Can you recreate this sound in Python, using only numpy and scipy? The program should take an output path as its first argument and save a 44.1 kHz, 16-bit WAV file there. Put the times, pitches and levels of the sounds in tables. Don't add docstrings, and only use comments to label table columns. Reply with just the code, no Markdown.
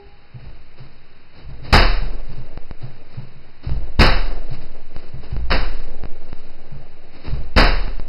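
import sys
import numpy as np
from scipy import signal
from scipy.fft import rfft, irfft
from scipy.io import wavfile
from scipy.ndimage import uniform_filter1d

SR = 44100
rng = np.random.default_rng(int(sys.argv[2]) if len(sys.argv) > 2 else 0)


def generate_wav(sig):
    pcm = np.round(np.clip(np.atleast_2d(sig).T, -1, 1) * 32767).astype(np.int16)
    wavfile.write(sys.argv[1], SR, pcm)


N = 356328
TIME_S = np.arange(N) / SR

# start_s, touch_db (re slap), landing_s,
# slap_db, slap_decay_s, tilt_db_per_octave, thud_db, boom_db, bounce_db
KICKS = [(1.7264, -3.5, .006, 0, 0.016, 0.84, -2.5, -3.5, -12.5),
         (3.991, -8.5, .016, -1, 0.02, 0.5, 0.5, -5.5, -10.5),
         (5.503, -7.5, .009, -10, 0.018, 0.2, -25, -12, -10.5),
         (7.563, -12, .011, -2, 0.026, 0.5, -6.5, -5, -15)]
# freq_hz, density_db (per Hz)
SLAP_SPECTRUM = [(100, 9), (200, 2.5), (310, -0.5), (450, 2), (750, 0), (1100, 0), (1600, -1.5), (2100, -4),
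                 (3000, -4), (4200, -10), (5300, -7)]
# freq_hz, width_hz, level_db (re broad slap)
SLAP_PEAKS = [(204.6, 18, -1), (270.3, 13, -1.5), (353.6, 8.5, -3), (526, 20, -3), (700, 48, -6),
              (843, 47, -6), (1108, 31, -7), (1290, 82, -13), (1570, 87, -8), (1772, 26, -3),
              (1920, 28, -5), (2677, 40, -7)]
# freq_hz, level_db, t60_s
BAG_MODES = [(73.4, -2.5, 0.17), (105.2, -9, 0.43), (149, -10, 0.27), (205.5, -10, 0.25)]
# freq_hz, level_db, t60_s
BOOM_MODES = [(33.18, -1.5, 1.29), (45.4, -22.5, 0.6), (57.2, -11, 0.83), (74, -18.5, 0.75),
              (129, -18, 0.69)]
# freq_hz, t60_s
ROOM_T60 = [(100, 0.28), (250, 0.37), (500, 0.51), (1000, 0.5), (2000, 0.51), (4000, 0.52), (5500, 0.46)]
# start_s, level_db, heel_db (weight on the heel)
STEPS = [(0.01, -45.5, 4.5), (0.344, -30, -12.5), (0.435, -31.5, -3), (0.801, -32, -12.5), (1.417, -39, 7),
         (1.486, -30, -6.5), (1.621, -31, -6.5), (1.683, -31.5, -7.5), (2.019, -28, -12.5),
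         (2.292, -30, -11), (2.378, -28.5, -10.5), (2.835, -25, -26), (3.176, -25.5, -28),
         (3.339, -36.5, -6.5), (3.667, -24.5, 2.5), (3.715, -22.5, -0.5), (4.514, -26, -26.5),
         (5.139, -27.5, -5), (5.324, -26, 5.5), (5.381, -31, 10), (6.721, -28.5, -8.5), (7.276, -25.5, 5.5),
         (7.33, -24, -4.5)]
# freq_hz, level_db, t60_s
BOARD_MODES = [(129.5, 3.5, 0.19), (116.5, -11.5, 0.64), (157, -11, 0.17), (198.1, -15, 0.35)]
# freq_hz, level_db, t60_s
JOIST_MODES = [(41.5, 1.5, 0.95), (57.3, 3, 0.7), (75, -14.5, 0.26)]
# freq_hz, density_db (per Hz)
SCUFF_SPECTRUM = [(60, -1.5), (130, 3), (200, -6), (300, -8), (800, -14.5), (3000, -33)]
# freq_hz, density_db (per Hz)
LOW_NOISE_SPECTRUM = [(60, -6), (200, 0), (450, 3.5), (750, -1.5), (1050, -14), (2000, -21), (5300, -45)]
# peak_s, level_db, swell_s (half amplitude this long before the peak)
SWISHES = [(0.422, -49, 0.023), (0.799, -46, 0.02), (1.39, -44, 0.044), (1.661, -36.5, 0.02),
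           (2.33, -45.5, 0.072), (2.84, -46, 0.034), (3.17, -47, 0.068), (3.64, -38, .009),
           (4.52, -40, 0.026), (4.97, -43.5, 0.022), (5.04, -47, 0.042), (5.251, -39.5, 0.025),
           (6.42, -47.5, 0.16), (7.17, -44.5, 0.041), (7.279, -37.5, .04)]
# freq_hz, density_db (per Hz)
CLOTH_SPECTRUM = [(150, 10.5), (400, 6), (900, -1.5), (1600, -6), (2600, -5), (4200, -5.5), (5300, -9.5)]
# freq_hz, density_db (per Hz)
HISS_SPECTRUM = [(30, 8), (55, 9.5), (90, 9), (140, 9), (300, -9.5), (700, -5), (1200, -4.5), (2500, -2.5),
                 (3000, -6), (4200, -9), (5300, -16)]
# freq_hz, level_db, t60_s
FAINT_RING = [(400, -40, 0.43), (814, -51, 1.1), (822, -55.5, 1.6)]
POPS_S = [2.5757, 2.7115, 3.6951, 4.9647, 5.366, 6.0371, 6.056, 6.3301, 7.2805, 7.88, 7.998]

SETTLE_S, FIRM_STEP_DB, SETTLE_FOLLOWS = 0.0096, -27.5, 0.7
ROLL_S, ROLL_DB = 0.075, -14
SWAY_HZ, SWAY_T60_S, SWAY_BUILD_S = 9.2, 5.85, 0.054
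STEP_SWAY_DB, HEEL_SHARE = 6, 0.74
SWISH_T60_S, RUSTLE_DB = 0.77, -56.5
RECOIL_S, RECOIL_DB, RECOIL_SWELL_S = 0.33, -45, 0.15
POP_HEIGHT = 0.12
BAND_EDGE_HZ, NOTCH_HZ, CUTOFF_HZ = 5360, (3090, 3670), 16000


def kicks(slap_gain_db=6.5, boom_lag_s=0.0061, dent_s=0.0011):
    out, t = np.zeros(N), TIME_S[:2 * SR]
    for s, touch_db, landing_s, slap_db, decay_s, tilt_db, thud_db, boom_db, _ in KICKS:
        dent = 1 - np.exp(-t / dent_s)
        thud = -from_db(thud_db) * dent * ring(BAG_MODES, t, detune=0.036)
        touch = slap(decay_s, tilt_db + 1.0, room_db=2.5, rise_s=0.00097)
        landing = slap(decay_s, tilt_db, room_db=-1.5)
        add(out, s, thud)
        add(out, s, from_db(slap_db + touch_db + slap_gain_db) * touch)
        add(out, s + landing_s, from_db(slap_db + slap_gain_db) * landing)
        add(out, s + boom_lag_s, from_db(boom_db) * ring(BOOM_MODES, t))
    return out


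def slap(decay_s, tilt_db, room_db, rise_s=0.0029, build_s=0.008, crease_db=2.5, late_db=-17, late_t60_s=1.0):
    t = TIME_S[:SR]
    creases = from_db(crease_db * rms_one(uniform_filter1d(rng.standard_normal(SR), size=90)))
    burst = (1 - np.exp(-t / rise_s)) * np.exp(-t / decay_s)
    direct_power = (burst * creases) ** 2
    build = build_s * SR
    arriving = signal.lfilter([1 / build], [1, -np.exp(-1 / build)], burst ** 2)
    late = from_db(late_db) ** 2 * linger(arriving, late_t60_s)
    white = rng.standard_normal((2, SR))
    edges_hz = 95 * 2 ** (np.arange(13) / 2)
    out = 0
    for k, (low, high) in enumerate(zip(edges_hz, edges_hz[1:])):
        hz = np.sqrt(low * high)
        bandpass = signal.butter(2, [low, high], "band", fs=SR, output="sos")
        band = signal.sosfilt(bandpass, white[k % 2])
        stored = linger(arriving, at_hz(ROOM_T60, hz)) + late
        colour = from_db(at_hz(SLAP_SPECTRUM, hz) + tilt_db * np.log2(hz / 1000))
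        out = out + colour * band * np.sqrt(direct_power + from_db(room_db) ** 2 * stored)
    return resonate(out)


def resonate(x):
    out = x
    for hz, width_hz, db in SLAP_PEAKS:
        b, a = signal.iirpeak(hz, hz / width_hz, fs=SR)
        out = out + from_db(db) * signal.lfilter(b, a, x)
    return out


def linger(power, t60_s):
    keep = from_db(-120 / (t60_s * SR))
    return signal.lfilter([1 - keep], [1, -keep], power)


def footfalls(board_db=3, joist_db=-2, scuff_db=-15, scuff_t60_s=0.72, toe_lead_s=0.0069):
    out, t = np.zeros(N), TIME_S[:SR]
    for s, level_db, heel_db in STEPS:
        boards = from_db(board_db) * ring(BOARD_MODES, t, detune=0.035)
        joists = from_db(joist_db + heel_db) * ring(JOIST_MODES, t, detune=0.011)
        scuff = from_db(scuff_db - 60 * t / scuff_t60_s) * noise(SCUFF_SPECTRUM, size=SR)
        settle_s = SETTLE_S * from_db(SETTLE_FOLLOWS * (FIRM_STEP_DB - level_db))
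        weight = 1 - np.exp(-(t / settle_s) ** 2)
        add(out, s - toe_lead_s, from_db(level_db) * weight * (boards + joists + scuff))
        roll = weight * ring(BOARD_MODES, t, detune=0.076)
        add(out, s + ROLL_S * rng.uniform(0.47, 0.91), from_db(level_db + ROLL_DB) * roll)
    return out


def floor_bounce(low_noise_db=-31.0, throb=0.31, waver_db=3.5):
    size = sway()
    phase = 2 * np.pi * SWAY_HZ * TIME_S
    waver = rms_one(uniform_filter1d(rng.standard_normal(N), size=4000))
    throbbing = 1 - throb * np.cos(2 * phase)
    low_noise = from_db(low_noise_db + waver_db * waver) * noise(LOW_NOISE_SPECTRUM) * throbbing
    return size * (np.sqrt(2) * np.sin(phase) + low_noise)


def sway():
    pushes = [(s, bounce_db) for s, *_, bounce_db in KICKS]
    pushes += [(s, level_db + STEP_SWAY_DB + HEEL_SHARE * heel_db) for s, level_db, heel_db in STEPS]
    response = (1 - np.exp(-TIME_S / SWAY_BUILD_S)) * from_db(-60 * TIME_S / SWAY_T60_S)
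    energy = np.zeros(N)
    for s, db in pushes:
        add(energy, s, (from_db(db) * response) ** 2)
    return np.sqrt(energy)


def clothes(crumple_db=2.5):
    recoils = [(s + RECOIL_S, RECOIL_DB, RECOIL_SWELL_S) for s, *_ in KICKS]
    energy = from_db(RUSTLE_DB) ** 2
    for s, db, swell_s in SWISHES + recoils:
        before_s = np.maximum(s - TIME_S, 0)
        after_s = np.clip(TIME_S - s, 0, 2)
        swell = 1 / (1 + (before_s / swell_s) ** 4)
        energy = energy + (from_db(db - 60 * after_s / SWISH_T60_S) * swell) ** 2
    folds = rms_one(uniform_filter1d(rng.standard_normal(N), size=500))
    return np.sqrt(energy) * from_db(crumple_db * folds) * noise(CLOTH_SPECTRUM)


def pops(recover_s=0.087):
    out = np.zeros(N)
    for s in POPS_S:
        add(out, s, rng.choice([-1, 1]) * POP_HEIGHT * np.exp(-TIME_S[:SR // 2] / recover_s))
    return out


def background(hiss_db=-53):
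    return from_db(hiss_db) * noise(HISS_SPECTRUM) + ring(FAINT_RING, TIME_S)


def ring(modes, t, detune=0):
    out = 0
    for hz, db, t60_s in modes:
        pitch_hz = hz * (1 + detune * rng.normal())
        out = out + from_db(db - 60 * t / t60_s) * np.sin(2 * np.pi * pitch_hz * t)
    return out


def noise(spectrum, size=N):
    hz = np.fft.rfftfreq(size, 1 / SR)
    in_band = (hz > 20) & (hz < BAND_EDGE_HZ + 500)
    white = rfft(rng.standard_normal(size))
    return rms_one(irfft(white * in_band * from_db(at_hz(spectrum, hz)), size))


def at_hz(points, hz):
    table = np.array(points)
    return np.interp(np.log(hz + 1e-9), np.log(table[:, 0]), table[:, 1])


def from_db(db):
    return 10 ** (np.asarray(db) / 20)


def rms_one(x):
    return x / np.sqrt(np.mean(x ** 2) + 1e-20)


def add(track, s, sound):
    at = max(round(s * SR), 0)
    track[at:at + len(sound)] += sound[:max(N - at, 0)]


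def scene():
    return (kicks() + footfalls() + floor_bounce() + clothes() + background() + pops())[None]


def record(dry, headroom=0.75, ceiling=0.66):
    knee = 6
    overloaded = dry / (1 + np.abs(dry / headroom) ** knee) ** (1 / knee)
    passband = signal.firwin(401, [*NOTCH_HZ, BAND_EDGE_HZ], window=("kaiser", 4), fs=SR)
    narrow = signal.fftconvolve(overloaded, passband[None], "same")
    clipped = np.clip(narrow, -ceiling, ceiling)
    lowpass = signal.cheby2(12, 70, CUTOFF_HZ + 1000, fs=SR, output="sos")
    return signal.sosfilt(lowpass, clipped)


dry = scene()
out = record(dry)
generate_wav(out)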